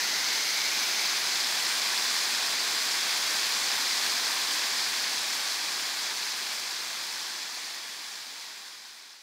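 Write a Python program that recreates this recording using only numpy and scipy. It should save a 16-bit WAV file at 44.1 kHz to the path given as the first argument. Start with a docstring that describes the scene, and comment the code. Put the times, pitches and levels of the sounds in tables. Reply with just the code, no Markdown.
"""Waterfall on rocks below a cliff

A tall thin fall breaks into spray on wet rocks and a shallow pool. Countless drops superpose into a hiss;
nearer ones patter as impulses, clumps slap as decaying noise, and trapped air rings as rising tones.
Reflections shift as the microphone turns from a rock wall in the first second and a half.
Very faint low pulses near 72 Hz lie under the water. The mono sound fades over the second half."""
import sys
import numpy as np
from scipy import signal
from scipy.fft import rfft, irfft
from scipy.io import wavfile
from scipy.ndimage import uniform_filter1d

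SR = 44100
rng = np.random.default_rng(int(sys.argv[2]) if len(sys.argv) > 2 else 0)


def file_out(sig):
    """Save sig as 16-bit WAV at sys.argv[1]."""
    # one column per channel
    cols = np.atleast_2d(sig).T
    # limit, then scale
    lim = np.clip(cols, -1, 1)
    pcm = np.round(lim * 32767).astype(np.int16)
    wavfile.write(sys.argv[1], SR, pcm)


N = 406602
TIME = np.arange(N) / SR  # t/s

# spectral envelope of water landing on rock: f/Hz, relative level/dB
WATER_SPECTRUM = [(52, -67), (104, -27), (220, -13.5), (350, -10.5), (540, -12), (800, -5), (1700, 0.5),
                  (2900, -6.5), (4500, -0.0), (6500, -6), (8300, -11), (12000, -15.5), (13700, -18),
                  (15500, -19)]
# peaks and dips from reflections around the microphone:
# centre f/Hz, width f/Hz, level beside the wall/dB, level turned to the valley/dB
REFLECTIONS = [(1120, 230, -2.5, 1.3), (1322, 346, -4, -5), (1780, 290, -3.5, -1), (2410, 370, -0.5, 2.5),
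               (2970, 400, 1, 0.25), (3406, 370, 2, 3.5), (4080, 300, 2.5, 2.5), (4720, 300, 1.5, 2),
               (5200, 440, 3, 3), (6220, 400, 5.5, 2), (7300, 500, 0.5, 2.5), (8730, 1400, -1.5, .6),
               (11900, 700, -2, -2.3), (13700, 900, 2, .8)]
# resonances of the gap beside the wall: first f/Hz, final f/Hz, level beside the wall/dB
GAP_RESONANCES = [(1880, 2370, 6.3), (4750, 5150, .8)]
# faint low pulses: t/s, peak level before the fade/dB
LOW_PULSES = [(.2, -66), (.68, -67), (1.735, -65), (2.57, -67), (3.25, -66), (4.09, -62), (4.68, -66),
              (5.75, -63), (6.6, -63), (7.16, -64)]

GAP_WIDTH_HZ, GAP_GLIDE_S = 360, 0.47  # resonance width; time constant of the upward glide
TURN_START_S, TURN_END_S = .95, 1.45  # the microphone swings from the wall to the valley
SPRAY_SHADE_DB, SPRAY_HZ, SPRAY_WIDTH_HZ = -0.7, 9800, 5100  # the wall screens off the finest spray
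FALL_DB, FLUTTER_DB = -28, -82  # rms levels before the fade
PULSE_HZ, PULSE_S = 72, .016
FADE_START_S, FADE_END_S = 4.23, 9.605  # the end of the fade lies just beyond the end of the sound
TOP_HZ = 15650


def waterfall():
    """Superposition: mist, patter, slaps and bubbles add, then surge together with the uneven flow."""
    water = level(mist(flicker_db=0.41, flicker_rate=26), 0)
    water += level(impacts(per_second=2600, spread_db=4), -8.5)
    water += level(slaps(per_second=220, spread_db=3, decay_s=0.0028), -12)
    water += level(bubbles(lo_hz=801, hi_hz=9010, cycles=40, rise=0.092, spread_db=15.5, count=3000), -15.0)
    surge = undb(0.15 * walk(14))
    return level(colour(water * surge), FALL_DB)


def mist(flicker_db, flicker_rate):
    """Dense random arrivals tend to noise; each drop size has its own octave, with its own flurries."""
    spectrum = rfft(rng.standard_normal(N))
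    hz = np.fft.rfftfreq(N, 1 / SR)
    octave = np.log2(np.maximum(hz, 125) / 125).astype(int)  # the lowest band takes all below 250 Hz
    hiss = np.zeros(N)
    for k in np.unique(octave):
        drops = irfft(spectrum * (octave == k), N)
        hiss += drops * undb(flicker_db * walk(flicker_rate))
    return hiss


def impacts(per_second, spread_db):
    """Random point process: clicks of either sign at independent moments, many small and a few large."""
    lands = rng.random(N) < per_second / SR
    size = undb(spread_db * np.minimum(rng.standard_normal(N), 2))
    return lands * size * rng.choice([-1, 1], N)


def slaps(per_second, spread_db, decay_s):
    """Exponential decay: bursting clumps add in power, each a sudden splash that dies in milliseconds."""
    hits = impacts(per_second, spread_db) ** 2
    power = signal.lfilter([1], [1, -np.exp(-2 / (decay_s * SR))], hits)
    return band(np.sqrt(power) * rng.standard_normal(N), 570, 15200)


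def bubbles(lo_hz, hi_hz, cycles, rise, spread_db, count):
    """Damped resonance: air trapped in the pool rings, rising in pitch as it nears the surface."""
    out = np.zeros(N)
    for when, pitch, size in rng.random((count, 3)):
        hz = lo_hz * (hi_hz / lo_hz) ** pitch
        start, life = int(when * N), cycles / hz
        t = TIME[:min(int(life * SR), N - start)]
        tone = np.sin(2 * np.pi * hz * t * (1 + rise * t / life / 2))
        decay = np.exp(-np.log(100) * t / life)  # to a hundredth over its life
        # the factor hz lets small bubbles make up for their short life
        out[start:start + len(t)] += undb(spread_db * size) * hz * tone * decay
    return out


def colour(x):
    """Time-varying filtering: the water's spectrum meets reflections that shift as the microphone turns."""
    hz, s, frames = signal.stft(x, SR, nperseg=2048)
    hz = np.maximum(hz, 1)[:, None]
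    water_hz, water_db = np.transpose(WATER_SPECTRUM)
    db = np.interp(np.log(hz), np.log(water_hz), water_db)
    near = nearness(s)
    for centre_hz, width_hz, wall_db, open_db in REFLECTIONS:
        db = db + (near * wall_db + (1 - near) * open_db) * bell(hz, centre_hz, width_hz)
    for first_hz, final_hz, gap_db in GAP_RESONANCES:
        centre_hz = final_hz + (first_hz - final_hz) * np.exp(-s / GAP_GLIDE_S)
        db = db + near * gap_db * bell(hz, centre_hz, GAP_WIDTH_HZ)
    db = db + near * SPRAY_SHADE_DB * bell(hz, SPRAY_HZ, SPRAY_WIDTH_HZ)
    return signal.istft(frames * undb(db), SR)[1][:N]


def nearness(s):
    """Linear interpolation of the wall's influence: 1 before the turn, 0 after it."""
    return np.clip((TURN_END_S - s) / (TURN_END_S - TURN_START_S), 0, 1)


def bell(hz, centre_hz, width_hz):
    """Lorentzian resonance curve, 1 at its centre and one half at the edges of its width."""
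    return 1 / (1 + (2 * (hz - centre_hz) / width_hz) ** 2)


def low_pulses():
    """Amplitude modulation: faint low noise flutters, and sine tones swell and die under Gaussian envelopes."""
    flutter = undb(6 * np.minimum(walk(24), 1.5))
    out = level(band(rng.standard_normal(N), 75, 105) * flutter, FLUTTER_DB)
    for s, db in LOW_PULSES:
        tone = np.sin(2 * np.pi * (PULSE_HZ * TIME + rng.random()))
        out += undb(db) * tone * np.exp(-((TIME - s) / PULSE_S) ** 2)
    return out


def walk(rate):
    """Smoothed random process: about `rate` turns a second, scaled to an rms of 1."""
    k = max(int(SR / rate), 1)
    held = np.repeat(rng.standard_normal(N // k + 2), k)
    shifted = held[rng.integers(k):][:N]
    return level(uniform_filter1d(shifted, k), 0)


def band(x, lo_hz, hi_hz):
    """Band-pass filtering with gentle slopes."""
    return signal.sosfilt(signal.butter(2, [lo_hz, hi_hz], "band", fs=SR, output="sos"), x)


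def level(x, db):
    """Normalisation to an rms level in decibels."""
    return x * undb(db) / np.sqrt(np.mean(x ** 2) + 1e-18)


def undb(db):
    """Logarithmic law: decibels to amplitude gain."""
    return 10 ** (np.asarray(db) / 20)


def scene():
    """Superposition of waterfall and low pulses, the same in both channels."""
    mono = waterfall() + low_pulses()
    return np.array([mono, mono])


def record(dry):
    """Linear amplitude fade, then low-pass filtering: the recorder cuts the top steeply."""
    fade = np.clip((FADE_END_S - TIME) / (FADE_END_S - FADE_START_S), 0, 1)
    low_pass = signal.ellip(12, .1, 80, TOP_HZ, fs=SR, output="sos")
    return signal.sosfilt(low_pass, dry * fade)


dry = scene()
out = record(dry)
file_out(out)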